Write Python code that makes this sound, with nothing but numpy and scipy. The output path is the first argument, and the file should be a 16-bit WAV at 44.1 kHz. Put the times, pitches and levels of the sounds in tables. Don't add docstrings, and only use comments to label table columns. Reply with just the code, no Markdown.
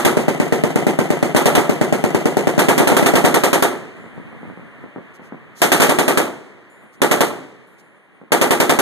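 import sys
import numpy as np
from scipy import signal
from scipy.fft import rfft, irfft, next_fast_len
from scipy.io import wavfile
from scipy.ndimage import uniform_filter1d

SR = 44100
rng = np.random.default_rng(int(sys.argv[2]) if len(sys.argv) > 2 else 0)


def digitize_waveform(pressure):
    field = np.atleast_2d(pressure).T
    bounded = np.clip(field, -1, 1)
    quanta = np.round(bounded * 32767).astype(np.int16)
    wavfile.write(sys.argv[1], SR, quanta)


N = 388521


def amp(db):
    return 10 ** (np.asarray(db) / 20)


def read(points, hz, axis=1):
    columns = np.transpose(points)
    return np.interp(np.log(hz + 1), np.log(columns[0] + 1), columns[axis])


def add(mix, s, sound):
    start = round(s * SR)
    sound = sound[..., max(-start, 0):]
    part = mix[..., max(start, 0):][..., :sound.shape[-1]]
    part += sound[..., :part.shape[-1]]


def wander(size, count):
    return np.interp(np.arange(size), np.linspace(0, size, count), rng.standard_normal(count))


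def pulse(points, axis=1, size=4096):
    hz = abs(np.fft.fftfreq(size, 1 / SR))
    log_gain = np.log(amp(read(points, hz, axis)))
    return np.fft.ifft(np.exp(np.conj(signal.hilbert(log_gain)))).real


def colour(x, points, axis=1):
    return signal.oaconvolve(x, pulse(points, axis)[None], axes=1)[:, :x.shape[1]]


# frequency in Hz, gain in dB.
SURROUND_SIDE = [(40, 3), (110, -6.5), (300, -5.5), (700, -5.5), (1300, 3), (2000, 2), (4000, -1),
                 (14000, 0)]


def diffuse(x):
    return np.vstack([x[:1], colour(x[1:], SURROUND_SIDE)])


def arrivals(db, hold_s, t60, tail_db, tail_t60, wall_s, wall_db, wall_t60, size=22050):
    t = np.arange(size) / SR
    nearby = amp(db - 60 * np.maximum(t - hold_s, 0) / t60)
    wall = (t > wall_s) * amp(wall_db - 60 * abs(t - wall_s) / wall_t60)
    tail = amp(tail_db - 60 * t / tail_t60)
    return np.sqrt(nearby ** 2 + wall ** 2 + tail ** 2)


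def deck(envelope, spectrum, rings, width_hz, between_db, ring_s, size=22050, count=2):
    t, hz = np.arange(size) / SR, np.fft.rfftfreq(size, 1 / SR)
    peaks = sum(amp(db) ** 2 / (1 + (2 * (hz - f) / width_hz) ** 2) ** 2 for f, db in rings)
    ringing = np.sqrt(amp(between_db) ** 2 + peaks)
    early, late = rng.standard_normal((2, 2, size))
    for _ in range(count):
        phase = np.angle(rfft(early * envelope))
        early = irfft(ringing * np.exp(1j * phase), size)
        early /= np.sqrt(uniform_filter1d(early ** 2, size=300, axis=1) + 1e-20)
    share = 1 / (1 + (t / ring_s) ** 8)
    blend = np.sqrt(share) * early + np.sqrt(1 - share) * late
    return amp(0.5) * diffuse(colour(blend * envelope, spectrum))


def gun(shots, blast, spectrum, reflections, gain_db, crackle_t60, snap_db, snap_s, bounce_s, bounce_db,
        slap_s, slap_db, lead_s, skew_s, grain_db):
    t = np.arange(reflections.shape[1]) / SR
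    report = np.zeros_like(reflections)
    add(report[0], 0, pulse(blast))
    add(report[0], bounce_s, amp(bounce_db) * pulse(blast))
    add(report[1], skew_s, -pulse(blast, axis=2))
    snap = amp(snap_db) * np.exp(-(t / snap_s) ** 2)
    envelope = amp(5.0 - 60 * t / crackle_t60) + snap + amp(-10 - 60 * t / 0.22)
    slap = report[0] + .5 * reflections[0]
    body, crackle = np.zeros((2, 2, N))
    for s, db, crackle_db in shots:
        level_db = db + gain_db
        wavering = reflections * amp(1.66 * wander(len(t), count=40))
        add(body, s - lead_s, amp(level_db) * (report + wavering))
        add(body[0], s + slap_s, amp(level_db + slap_db + 2.0 * rng.standard_normal()) * slap)
        grain = amp(grain_db * wander(len(t), count=256)) * rng.standard_normal((2, len(t)))
        add(crackle, s - lead_s, amp(level_db + crackle_db) * envelope * grain)
    return body + diffuse(colour(crackle, spectrum, axis=2))


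# first shot in seconds, last shot in seconds,
# relative strength in dB, extra crackle in dB.
CLOSE_BURSTS = [(-.043, 0.0496, -12, 2), (1.363, 1.552, -10.5, -1), (2.5915, 3.6242, -10, -1),
                (5.618, 5.819, -11, 5), (5.8, 6.1738, -10.5, -1), (7.0178, 7.207, -10, -1),
                (8.3200, 8.7890, -10.5, 0.5)]


def near_shots():
    cycle_s = .094
    return [(s, db, crackle_db) for first, last, db, crackle_db in CLOSE_BURSTS
            for s in np.linspace(first, last, round((last - first) / cycle_s) + 1)]


# frequency in Hz, relative level common to both capsules in dB,
# relative level opposed between them in dB.
CLOSE_BLAST = [(30, -16.5, 14), (101, 1.5, 22), (173.6, 7.5, 28.5), (290, 22.5, 30), (463, 11, 24.5),
               (770, 16, 20.5), (1954, -2, 17), (4100, -1.5, 1), (14000, -40, -28.5)]
# frequency in Hz, deck reflections in dB, crackle in dB (relative).
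CLOSE_COLOUR = [(40.2, -44, -52), (102.8, -34, -28.5), (208.7, -10.5, -20.5), (362, -8.5, -15.5),
                (681, -11.5, -13), (982, -16.5, -19), (1500, -22, -18), (2090, -22, -20), (3340, -32, -23),
                (4500, -40, -28.5), (8040, -32.5, -24.5), (13900, -50.5, -29)]
# frequency in Hz, relative level in dB.
CLOSE_RINGS = [(159, 7.2), (261, 6.0), (301, 4.3), (353, 7.1), (404, 6.0), (479, 6.2), (514, 5.1),
               (579, 5.7), (708, 8.8), (832, 8.9), (915, 8.1), (947, 5.8), (1155, 7.5), (1187, 7.5),
               (1279, 9.2), (1335, 6.7), (1384, 6.8), (1693, 6.8), (1868, 8.5), (1968, 9.3)]


def near_gun():
    echoes = arrivals(db=-4.5, hold_s=0.044, t60=0.22, tail_db=-3, tail_t60=0.61,
                      wall_s=.028, wall_db=5, wall_t60=.07)
    reflections = deck(echoes, CLOSE_COLOUR, CLOSE_RINGS, width_hz=27.3, between_db=0.0, ring_s=0.12)
    return gun(near_shots(), CLOSE_BLAST, CLOSE_COLOUR, reflections, gain_db=10.5, crackle_t60=0.28,
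               snap_db=-2.0, snap_s=0.018, bounce_s=0.0046, bounce_db=-6.0, slap_s=.101, slap_db=-11.5,
               lead_s=.0003, skew_s=0.00012, grain_db=1.5)


LONG_BURST = [0.0605, .17, 0.2819, .4, 0.5237, 0.6372, 0.7584, .8669, 0.9886, 1.104, 1.2275, 1.3478, 1.4584,
              1.5769, 1.694, 1.8126, 1.925, 2.0396, 2.147, 2.2561, 2.3692, 2.4719, 2.579, 2.6852, 2.8009,
              2.9186, 3.0258, 3.1371, 3.241]


def far_shots():
    return [(s, -18, 1.36) for s in LONG_BURST]


# frequency in Hz, relative level common to both capsules in dB,
# relative level opposed between them in dB.
DISTANT_BLAST = [(30, -30, -14), (107.5, 20.5, 28), (186, 26, 33), (250, 9.5, 36.5), (440, 25, 25.5),
                 (820, 21.5, 17), (1230, -5, 22), (2000, 0, 7.5), (4000, -11.5, -12), (14000, -38, -29)]
# frequency in Hz, deck reflections in dB, crackle in dB (relative).
DISTANT_COLOUR = [(40, -44.5, -45), (96, -24.5, -41.5), (134, -15.5, -23), (251, -10, -15.5),
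                  (410, -12.5, -11), (660, -18, -19), (866, -20.5, -22), (1260, -29.5, -26.5),
                  (2160, -26, -28), (3070, -28, -37.5), (5000, -54, -37.5), (7550, -40, -34.5),
                  (14160, -65, -43)]
# frequency in Hz, relative level in dB.
DISTANT_RINGS = [(172, 6.4), (231, 6.3), (366, 10.5), (441, 4.1), (498, 3.5), (581, 7.7), (627, 5.6),
                 (673, 4.8), (711, 5.8), (746, 5.9), (818, 6.3), (883, 7.2), (929, 5.1), (1026, 4.4),
                 (1246, 5.3), (1279, 8.8), (1327, 8.3), (1418, 6.8), (1860, 7.3), (2003, 11.4)]


def far_gun():
    echoes = arrivals(db=.5, hold_s=0.022, t60=.14, tail_db=-2.5, tail_t60=.65,
                      wall_s=.066, wall_db=-3.0, wall_t60=0.18)
    reflections = deck(echoes, DISTANT_COLOUR, DISTANT_RINGS, width_hz=97, between_db=3, ring_s=0.11)
    far = gun(far_shots(), DISTANT_BLAST, DISTANT_COLOUR, reflections, gain_db=17.0, crackle_t60=0.4,
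              snap_db=8, snap_s=0.0033, bounce_s=0.00484, bounce_db=-5.5, slap_s=.068, slap_db=-12,
              lead_s=0.00019, skew_s=.0005, grain_db=2.5)
    far[1] += 0.097 * far[0]
    far[0] += 0.031 * far[1]
    return far


# frequency in Hz, relative level in dB.
ROLL_COLOUR = [(40, -63.5), (130, -30), (400, -21), (900, -37.5), (2000, -39), (5000, -53.5), (8000, -55.5),
               (14000, -71)]


def roll(t60, boom_t60, boom_db, far_db, lumpy_db):
    energy, t = np.zeros(N), np.arange(2 * SR) / SR
    fade = amp(-60 * t / t60) + amp(boom_db - 60 * t / boom_t60)
    swell = (fade * (1 - np.exp(-t / 0.039))) ** 2
    for shots, db in ((near_shots(), 0), (far_shots(), far_db)):
        for s, _, _ in shots:
            add(energy, s, amp(db) ** 2 * swell)
    lumps = amp(lumpy_db * wander(N, count=900))
    return diffuse(colour(np.sqrt(energy) * lumps * rng.standard_normal((2, N)), ROLL_COLOUR))


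# middle in seconds, half length in
# seconds, relative level in dB.
RUMBLE_SWELLS = [(4.25, 0.55, -57.5), (5.38, 0.19, -61.5), (6.97, 0.03, -64)]
# frequency in Hz, relative level in dB.
RUSH_COLOUR = [(40, -19.5), (150, 11.5), (400, 16.5), (800, 11), (1200, 12), (1500, 10), (1900, 13.5),
               (2500, 5.5), (3200, -0.5), (5000, -17.5), (8000, -16.5), (14000, -23)]
# frequency in Hz, relative level in dB.
BUFFET_COLOUR = [(30, 1.5), (70, 14.5), (130, 28), (250, 31), (500, 9.5), (1000, 3), (4000, -32)]


def wind(rush_db, ease_from_s, ease_db_per_s, buffet_db, mid_db, gust_db):
    t = np.arange(N) / SR
    rush = rush_db - ease_db_per_s * np.maximum(t - ease_from_s, 0)
    swells = sum(amp(db) * np.exp(-((t - s) / half) ** 2) for s, half, db in RUMBLE_SWELLS)
    buffet = amp(buffet_db) + swells
    gusts = wander(N, count=180)
    air = diffuse(colour(rng.standard_normal((2, N)) * amp(rush + .6 * gusts), RUSH_COLOUR))
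    lumps = colour(rng.standard_normal((2, N)) * buffet * amp(gust_db * gusts), BUFFET_COLOUR)
    return air + lumps * amp([[mid_db], [0]])


# start in seconds, relative level in dB.
DISTANT_THUDS = [(4.041, -25.5), (4.178, -23.5), (4.328, -26), (4.431, -22.5), (4.500, -23.5), (4.574, -25),
                 (4.839, -23.5), (4.961, -17.5), (4.985, -29), (5.195, -28), (5.323, -19), (6.837, -35),
                 (8.215, -28)]
# frequency in Hz, relative level in dB.
THUD_COLOUR = [(40, -17.5), (110, 10), (200, 22.5), (450, 15), (900, 6), (2000, -3.5), (4000, -47),
               (14000, -41.5)]


def thuds(gain_db, echo_s, echo_db, side_db, scatter_db, scatter_t60, bolt_lead_s, bolt_db):
    out, t = np.zeros((2, N)), np.arange(SR // 4) / SR
    bolts = [(burst[0] - bolt_lead_s, bolt_db) for burst in CLOSE_BURSTS]
    direct = np.array([[1], [-amp(side_db)]])
    for s, db in DISTANT_THUDS + bolts:
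        hit = amp(scatter_db - 60 * t / scatter_t60) * rng.standard_normal((2, len(t)))
        add(hit, 0, direct)
        add(hit, echo_s, amp(echo_db) * direct)
        add(out, s, amp(db + gain_db) * hit)
    return colour(out, THUD_COLOUR)


# start in seconds, relative level in dB.
CASE_LANDINGS = [(3.96, -70.5), (4.15, -79), (4.38, -78), (6.70, -66), (7.67, -71)]
# frequency in Hz, relative level in dB, 60 dB decay time in seconds.
BRASS_MODES = [(7140, -3, 1.5), (8200, -3, 1.3), (9130, -2.5, 3.1), (10799, 1, 2.4), (12462, -8, 1.5)]


def cases():
    out, t = np.zeros((2, N)), np.arange(SR) / SR
    for s, db in CASE_LANDINGS:
        for hz, mode_db, t60 in BRASS_MODES:
            flutter_db = 4 * wander(len(t), count=30)
            turns = hz * t + .5 * wander(len(t), count=40) + rng.random((2, 1))
            level = amp(db + mode_db + flutter_db - 60 * t / t60)
            add(out, s, level * np.sin(2 * np.pi * turns))
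    return out


# start in seconds, relative level in dB, length in seconds.
RUSTLE_SWISHES = [(5.128, -57, 0.056), (5.204, -61, 0.11), (5.542, -45, 0.11), (6.913, -60, 0.063),
                  (7.77, -58.5, 0.056)]
# frequency in Hz, relative level in dB.
RUSTLE_COLOUR = [(300, -30), (2000, -2.5), (4000, -0.5), (6500, 3.5), (10000, -1), (14000, -5.5)]


def rustles():
    out = np.zeros((2, N))
    for s, db, length in RUSTLE_SWISHES:
        swell = np.hanning(round(length * SR))
        add(out, s, amp(db) * swell * rng.standard_normal((2, len(swell))))
    return colour(out, RUSTLE_COLOUR)


def scene():
    guns = near_gun() + far_gun()
    echoes = roll(t60=1.48, boom_t60=0.55, boom_db=14, far_db=-9, lumpy_db=1.0)
    air = wind(rush_db=-49, ease_from_s=3.57, ease_db_per_s=2.5, buffet_db=-75, mid_db=-3.5, gust_db=4.0)
    distant = thuds(gain_db=9.5, echo_s=.022, echo_db=-3.5, side_db=-21.5, scatter_db=-30,
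                    scatter_t60=0.23, bolt_lead_s=0.013, bolt_db=-28.5)
    mid, side = guns + echoes + air + distant + cases() + rustles()
    return np.array([mid + side, mid - side])


def limit(x, ceiling_db, smooth_s):
    window = np.hanning(round(smooth_s * SR) + 3)
    power = signal.oaconvolve((x ** 2).mean(0), window / window.sum(), "same")
    return x / np.sqrt(np.hypot(1, power / amp(ceiling_db) ** 2))


def record(dry):
    dry = limit(dry, ceiling_db=-9.5, smooth_s=0.0061)
    size = next_fast_len(N + SR, True)
    hz = np.fft.rfftfreq(size, 1 / SR)
    depth = np.clip(read([(2600, .98), (4000, .9), (5300, .6), (8000, .45), (14000, .45)], hz), 0, 1)
    cross = depth * np.exp(-2j * np.pi * hz / 2620)
    bass = 1 + 414 / (1j * hz + 35)
    mid = irfft(rfft(dry.mean(0), size) * (1 - cross) * bass, size)[:N]
    side = irfft(rfft((dry[0] - dry[1]) / 2, size) * (1 + cross), size)[:N]
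    wide = np.array([mid + side, mid - side])
    clipped = wide / (1 + wide ** 8) ** (1 / 8)
    band = signal.firwin(511, 14050, window=("kaiser", 7), fs=SR)  # low-pass, cutoff in Hz
    return signal.oaconvolve(clipped, band[None], "same")


dry = scene()
out = record(dry)
digitize_waveform(out)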